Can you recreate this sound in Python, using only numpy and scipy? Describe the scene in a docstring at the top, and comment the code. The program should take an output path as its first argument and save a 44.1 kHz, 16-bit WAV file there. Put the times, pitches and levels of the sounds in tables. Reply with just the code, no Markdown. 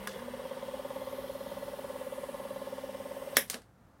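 """A small film projector, close to the microphone in a furnished room, runs up to 18 frames a second.
It engages with a clack and a metallic knock. Each pull of the claw makes the gate throb near 550 Hz,
over motor whine, mains hum, fan air and gear rattle. Near 3.4 s a key clacks loudly and stops the drive;
a second key snaps and settles, leaving the quiet room."""
import sys
import numpy as np
from scipy import signal
from scipy.fft import rfft, irfft
from scipy.io import wavfile
from scipy.ndimage import uniform_filter1d

SR = 44100
rng = np.random.default_rng(int(sys.argv[2]) if len(sys.argv) > 2 else 0)


def put_to_file(sound):
    """Save the sound as 16-bit audio at rate SR, in the file named by the first command-line argument."""
    columns = np.atleast_2d(sound).T  # one column per channel
    safe = np.clip(columns, -1, 1)
    whole_steps = np.round(safe * 32767)
    wavfile.write(sys.argv[1], SR, whole_steps.astype(np.int16))


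N = 176400


def undb(db):
    """Decibels to gain."""
    return 10 ** (np.asarray(db) / 20)


def colour(x, spectrum, tilt_db=0):
    """Shape a signal by (freq_hz, level_db) points and a tilt per octave; rms 1."""
    hz, db = np.array(spectrum, float).T
    octave = np.log2(np.maximum(np.fft.rfftfreq(len(x), 1 / SR), 1))
    gain = undb(np.interp(octave, np.log2(hz), db) + tilt_db * np.maximum(octave, np.log2(hz[0])))
    bass_cut = np.minimum(2 ** octave / hz[0], 1) ** 2
    shaped = irfft(rfft(x) * gain * bass_cut, len(x))
    return shaped / np.std(shaped)


def noise(spectrum, tilt_db=0):
    """Coloured noise, rms 1."""
    return colour(rng.standard_normal(N), spectrum, tilt_db)


def drift(rate_hz):
    """Smooth random wandering with spread 1."""
    hold = int(SR / rate_hz)
    steps = np.repeat(rng.standard_normal(N // hold + 1), hold)
    smooth = uniform_filter1d(uniform_filter1d(steps, hold), hold)[:N]
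    return smooth / np.std(smooth)


def fade(age, t60_s):
    """Exponential decay that starts at age zero."""
    return (age >= 0) * np.exp(-np.log(1000) * np.maximum(age, 0) / t60_s)


def onset(age, rise_s):
    """Smooth rise from age zero."""
    return 1 - np.exp(-np.maximum(age, 0) / rise_s)


def ring(age, modes):
    """Damped modes struck at age zero."""
    return sum(undb(db) * fade(age, t60_s) * np.sin(2 * np.pi * hz * age) for hz, t60_s, db in modes)


# Rotor whine, loudest as it climbs through a resonance of the casing: time_s, pitch_hz, level_db
ROTOR_WHINE = [(0, 201.3, -86), (.12, 215.9, -66), (0.198, 237.8, -52), (.259, 242.5, -45.5),
               (.339, 247, -48), (.48, 251, -57), (.9, 263, -55), (1.22, 258.5, -52.5), (1.45, 264, -54.5),
               (1.78, 266.5, -57), (1.99, 258.5, -54), (2.47, 267, -58), (2.72, 263, -53), (3.35, 265, -57)]
# Its overtones: harmonic_number, level_db
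WHINE_OVERTONES = [(2, -58.5), (3, -63.5), (4, -63)]
# Mains hum without strain: pitch_hz, level_db
MAINS_HUM = [(100, -80), (200, -61.7)]

def motor(t, strain, waver_db=0.5, wobble=0.003, strain_db=10):
    """The rotor whines; the windings hum, more strongly while the motor pulls up."""
    times, pitch_hz, level_db = np.array(ROTOR_WHINE).T
    phase = 2 * np.pi * np.cumsum(np.interp(t, times, pitch_hz) * (1 + wobble * drift(25))) / SR
    whine = undb(np.interp(t, times, level_db) + waver_db * drift(17)) * np.sin(phase)
    whine += sum(undb(db + waver_db * drift(11)) * np.sin(n * phase) for n, db in WHINE_OVERTONES)
    hum = sum(undb(db + strain_db * strain + 2.5 * drift(6.6)) * np.sin(2 * np.pi * hz * t)
              for hz, db in MAINS_HUM)
    return np.sqrt(2) * (whine + hum)


# Fan air from close by: freq_hz, relative_db
FAN_SPECTRUM = [(40, -15), (56, -2), (75, -15), (160, -9), (225, -3), (320, -16.5), (400, -1), (480, -1.5),
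                (535, 4), (600, 0.5), (680, -10.5), (900, -3.5), (1120, -6), (1290, -12.5), (1950, -13),
                (2500, -21), (3300, -19.5), (4200, -25), (5500, -23.5), (6600, -28), (7900, -26.5),
                (9000, -21.5), (10700, -23.5), (13000, -23), (16000, -27)]

def fan(bands=24, level_db=-48, drift_db=1.44, flicker_db=0.53):
    """Air rushes from the fan; each band drifts slowly and flickers."""
    air = rfft(noise(FAN_SPECTRUM))
    log_bin = np.log(np.arange(len(air)) + 1)
    band_position = np.interp(log_bin, np.log([100 * N / SR, len(air)]), [0, bands - 1])  # from 100 Hz up
    out = np.zeros(N)
    for k in range(bands):
        band = irfft(air * np.maximum(1 - abs(band_position - k), 0), N)
        out += band * undb(drift_db * drift(3) + flicker_db * drift(40))
    return undb(level_db) * out


# Gear rattle from close by: freq_hz, relative_db
GEAR_SPECTRUM = [(500, -11.5), (980, -3), (1350, -13.5), (1900, -4), (2600, -4), (3300, -2), (5000, -13.5),
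                 (15000, -24)]

def gears(strain, ticks_per_s=500, scatter_db=1.5, level_db=-62.5, strain_db=4.5):
    """Teeth and sprockets make dense small ticks, louder under strain."""
    ticks = (rng.random(N) < ticks_per_s / SR) * undb(scatter_db * np.clip(rng.standard_normal(N), -2, 2))
    age = np.arange(SR // 20) / SR
    tick_sound = rng.standard_normal(len(age)) * fade(age, t60_s=0.029)
    rattle = signal.fftconvolve(ticks, tick_sound)[:N]
    return undb(level_db + strain_db * strain) * colour(rattle, GEAR_SPECTRUM)


def nearby_echoes(x, count=7, gain=0.15, drift_s=.00007):
    """Nearby surfaces add short echoes that shift as the microphone moves; they comb the treble."""
    treble = signal.sosfilt(signal.butter(2, 1200, "high", fs=SR, output="sos"), x)
    upsampled = signal.resample_poly(treble, up=4, down=1)
    grid = np.linspace(0, N, len(upsampled), endpoint=False)
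    lags_s = [lag + drift_s * drift(1.5) for lag in rng.uniform(0.000986, .009, count)]
    return x + gain * sum(np.interp(np.arange(N) - lag * SR, grid, upsampled) for lag in lags_s)


# Resonances, each loudest from one angle: pitch_hz, width_hz, level_db, loudest_at_s, spread_s
HOUSING_WHISTLES = [(1699, 45, -67.5, 1.4, 2.7), (1992, 76, -66, 3.4, 2.1), (3325, 270, -66, 0.92, 0.66),
                    (3430, 210, -61, 0.14, 0.044), (4180, 78, -70.5, 1.42, 0.49),
                    (8400, 220, -71, 3.15, .5), (10020, 290, -69, 2.1, .8)]

def whistles(t, drift_db=1):
    """Thin resonances, fed by air and gears, come and go as the microphone moves along the housing."""
    freq_hz = np.fft.rfftfreq(N, 1 / SR)
    out = np.zeros(N)
    for pitch_hz, width_hz, level_db, loudest_at_s, spread_s in HOUSING_WHISTLES:
        resonance = 1 / (1 + (2 * (freq_hz - pitch_hz) / width_hz) ** 2)
        band = irfft(rfft(rng.standard_normal(N)) * resonance, N)
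        passing = np.exp(-.5 * ((t - loudest_at_s) / spread_s) ** 2)
        out += undb(level_db - drift_db * drift(3.7)) * passing * band / np.std(band)
    return out


# The furnished room behind the projector: freq_hz, relative_db
ROOM_SPECTRUM = [(18, -53.5), (30, -26), (49, -7.5), (143, -8), (180, -8.5), (374, -19), (426, -24.5),
                 (524, -15.5), (581, -19.5), (1370, -24), (2770, -39.5), (15000, -47)]

def room_tone(level_db=-60):
    """A low, faint rush that wavers by about a decibel."""
    return undb(level_db + drift(15)) * noise(ROOM_SPECTRUM)


# Speed of the drive: time_s, frames_per_s
DRIVE_SPEED = [(0.0, 14.064), (0.1, 14.989), (0.28, 17.122), (0.55, 17.366), (0.8, 18.163), (1.0, 17.909),
               (1.22, 17.777), (1.45, 18.236), (1.75, 18.429), (1.97, 17.685), (2.2, 18.142),
               (2.45, 18.494), (2.7, 18.024), (3.0, 18.304), (3.37, 18.429)]
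# Load on the claw as the drive takes up: time_s, gain_db
CLAW_LOAD = [(0, -11), (.16, -2.5), (.33, -3), (.52, 1), (1.1, 0.5), (1.5, -0.2), (2.3, 0), (3.35, -1.5)]
# Swells of gate and case in one frame: delay_s, base_pitch_hz, rise_s, decay_s, level_db, scatter_db
GATE_SWELLS = [(-.0175, 530, .007, .0055, -45.5, 3), (0, 556, .0057, .0061, -30.9, .4),
               (.0035, 405, .006, .006, -51, 2), (.008, 232, .007, .007, -53.5, 3),
               (.0148, 524, .005, .009, -47.5, 2)]
# Taps of the claw in one frame: delay_s, gain_db
CLAW_TAPS = [(-.0095, -13), (-.0052, -3), (.0014, -5.5), (.0095, -9)]
# Gate modes that the taps ring: pitch_hz, t60_s, level_db
GATE_RING = [(825, 0.03, -58), (913.4, 0.04, -43.5), (1048, 0.048, -45), (1980, 0.013, -51.5),
             (3270, 0.019, -53)]

def claw(t, pitch_follow=.43, detune=0.0021, tap_scatter_db=2.5, tap_jitter_s=.0001):
    """Once a frame the claw pulls the film: the gate swells and dies away, and the claw taps in and out."""
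    frame_rate = np.interp(t, *np.array(DRIVE_SPEED).T)
    frames = np.cumsum(frame_rate) / SR - .42  # the first pull comes partway into a frame
    throb, taps = np.zeros(N), np.zeros(N)
    for pull_s in np.interp(np.arange(int(frames[-1])), frames, t):
        near = slice(max(int(pull_s * SR) - SR // 20, 0), int(pull_s * SR) + SR // 20)
        pitch_ratio = (np.interp(pull_s, t, frame_rate) / np.median(frame_rate)) ** pitch_follow
        for delay_s, base_hz, rise_s, decay_s, level_db, scatter_db in GATE_SWELLS:
            force, sharpness = rng.standard_normal(2)
            age = t[near] - pull_s - delay_s
            swell = np.where(age < 0, np.exp(-(age / rise_s) ** 2), 1 / np.cosh(np.pi / 2 * age / decay_s))
            pitch_hz = base_hz * pitch_ratio * (1 + detune * sharpness)
            throb[near] += undb(level_db + scatter_db * force) * swell * np.sin(2 * np.pi * pitch_hz * age)
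        for delay_s, gain_db in CLAW_TAPS:
            force, lateness = rng.standard_normal(2)
            tap_s = pull_s + delay_s + tap_jitter_s * lateness
            taps[np.clip(int(tap_s * SR), 0, N - 1)] += undb(gain_db + tap_scatter_db * force)
    ringing = signal.fftconvolve(taps, ring(t[:SR // 10], GATE_RING))[:N]
    return (throb + ringing) * undb(np.interp(t, *np.array(CLAW_LOAD).T))


# Knocks as the drive engages: start_s, gain_db
LEVER_KNOCKS = [(0.0726, 2), (.174, -23), (0.192, -11.5)]
# Lever modes that they ring: pitch_hz, t60_s, level_db
LEVER_RING = [(1070, 0.066, -41), (1215, 0.038, -37), (1448, 0.067, -39), (1670, 0.054, -34.5),
              (3020, 0.08, -54), (3483, 0.055, -48), (4990, .06, -50)]
# Chatter of loose parts: freq_hz, relative_db
CHATTER_SPECTRUM = [(900, -16), (1600, 2), (2300, -16), (3200, -3), (5500, -3), (12000, -16)]

def levers(t, chatter_db=-48):
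    """Levers ring as the drive takes up; loose parts chatter briefly after the first knock."""
    age = t - LEVER_KNOCKS[0][0]
    chatter = undb(chatter_db + 2.3 * drift(200)) * noise(CHATTER_SPECTRUM) * fade(age, t60_s=0.35)
    return chatter + sum(undb(db) * ring(t - start_s, LEVER_RING) for start_s, db in LEVER_KNOCKS)


# Key clacks at close range: start_s, crack_db, thud_db, tilt_db_per_octave, ring_db, room_db
KEY_CLACKS = [(0.073, -28.5, -48, -1.5, -37, -52), (3.3679, -10, -36.5, 0, -2, -23.5),
              (3.369, -8, -36.5, -1.5, -30, -29.5), (3.478, -50, -63, 2, -50, -54.5),
              (3.499, -20, -50.5, 3.1, -26, -34.5), (3.5302, -37, -66, -2, -36, -42.5),
              (3.5426, -26.5, -38.5, -3.3, -22, -45), (3.6184, -50, -72, -1.5, -52, -64.5)]
# Key slide, first key, second key (duller at the very top) and case thud: freq_hz, relative_db
SLIDE_SPECTRUM = [(1500, -22.5), (3000, -7.5), (4000, 4), (4800, -1), (5800, -5.5), (8000, -19),
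                  (15000, -25.5)]
FIRST_KEY_SPECTRUM = [(150, -33), (520, -4), (750, -12), (1150, -4.5), (1370, -9), (1620, 6), (2100, 4),
                      (2500, -3), (3700, -0.5), (4400, -13), (5500, 0), (6400, -8.5), (10000, -5.5),
                      (10580, 6.5), (11000, -3), (12200, 2), (14000, -7), (16000, -12.5)]
SECOND_KEY_SPECTRUM = [(150, -22), (700, -3), (1600, 0), (2200, -4), (4300, -1), (7500, -6), (8600, -1.5),
                       (11000, -9.5), (12300, -11), (14000, -14), (16000, -17)]
THUD_SPECTRUM = [(80, -25), (150, -13), (240, 3.5), (320, -16.5), (460, -1), (750, -8), (1300, -19.5),
                 (8000, -62.5)]
# Modes of key and chassis: pitch_hz, t60_s, level_db
KEY_RING = [(246, .17, -35), (443, .1, -37), (556, .13, -28), (1700, .1, -27), (1974, .08, -27.5),
            (2166, .08, -29.5), (3085, .1, -36), (3803, .12, -35), (5295, .1, -33), (5560, .12, -33),
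            (10480, .12, -33), (10665, .1, -27), (11617, .13, -32), (12200, .1, -33)]

def keys(t, slide_s=3.365, slide_spread_s=.008, slide_db=-42, second_key_s=3.45):
    """Each clack is a crack, a thud of the case, ringing metal and a short room tail."""
    # the stopping key slides before it gives way
    out = undb(slide_db) * noise(SLIDE_SPECTRUM) * np.exp(-((t - slide_s) / slide_spread_s) ** 2)
    for start_s, crack_db, thud_db, tilt_db, ring_db, room_db in KEY_CLACKS:
        near = slice(int(start_s * SR), int(start_s * SR) + SR // 2)
        age = t[near] - t[near][0]
        spectrum = FIRST_KEY_SPECTRUM if start_s < second_key_s else SECOND_KEY_SPECTRUM
        crack = undb(crack_db) * noise(spectrum, tilt_db)[near] * fade(age, t60_s=.016)
        thud = undb(thud_db) * noise(THUD_SPECTRUM)[near] * fade(age, t60_s=.17)
        metal = undb(ring_db) * ring(age, KEY_RING)
        tail = undb(room_db) * noise(spectrum, tilt_db)[near] * fade(age, t60_s=.17)
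        out[near] += onset(age, rise_s=.0005) * (crack + thud + metal) + onset(age, rise_s=.004) * tail
    return out


def scene(stop_s=3.385, run_down_s=0.054, strain_s=0.2):
    """One microphone beside the projector: the drive runs until the key stops it; the room stays."""
    t = np.arange(N) / SR
    strain = np.exp(-t / strain_s)
    coast = np.exp(-np.maximum(t - stop_s, 0) / run_down_s)
    whirr = motor(t, strain) + nearby_echoes(fan() + gears(strain)) + whistles(t)
    drive = coast * whirr + coast ** 3 * claw(t)  # the claw falls silent first
    return (drive + room_tone() + levers(t) + keys(t))[None]


def record(dry, bass_hz=36, top_hz=15900):
    """The recorder cuts the deepest bass and the top."""
    thinned = signal.sosfilt(signal.butter(4, bass_hz, "high", fs=SR, output="sos"), dry)
    return signal.sosfilt(signal.ellip(10, .2, 80, top_hz, fs=SR, output="sos"), thinned)


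dry = scene()
out = record(dry)
put_to_file(out)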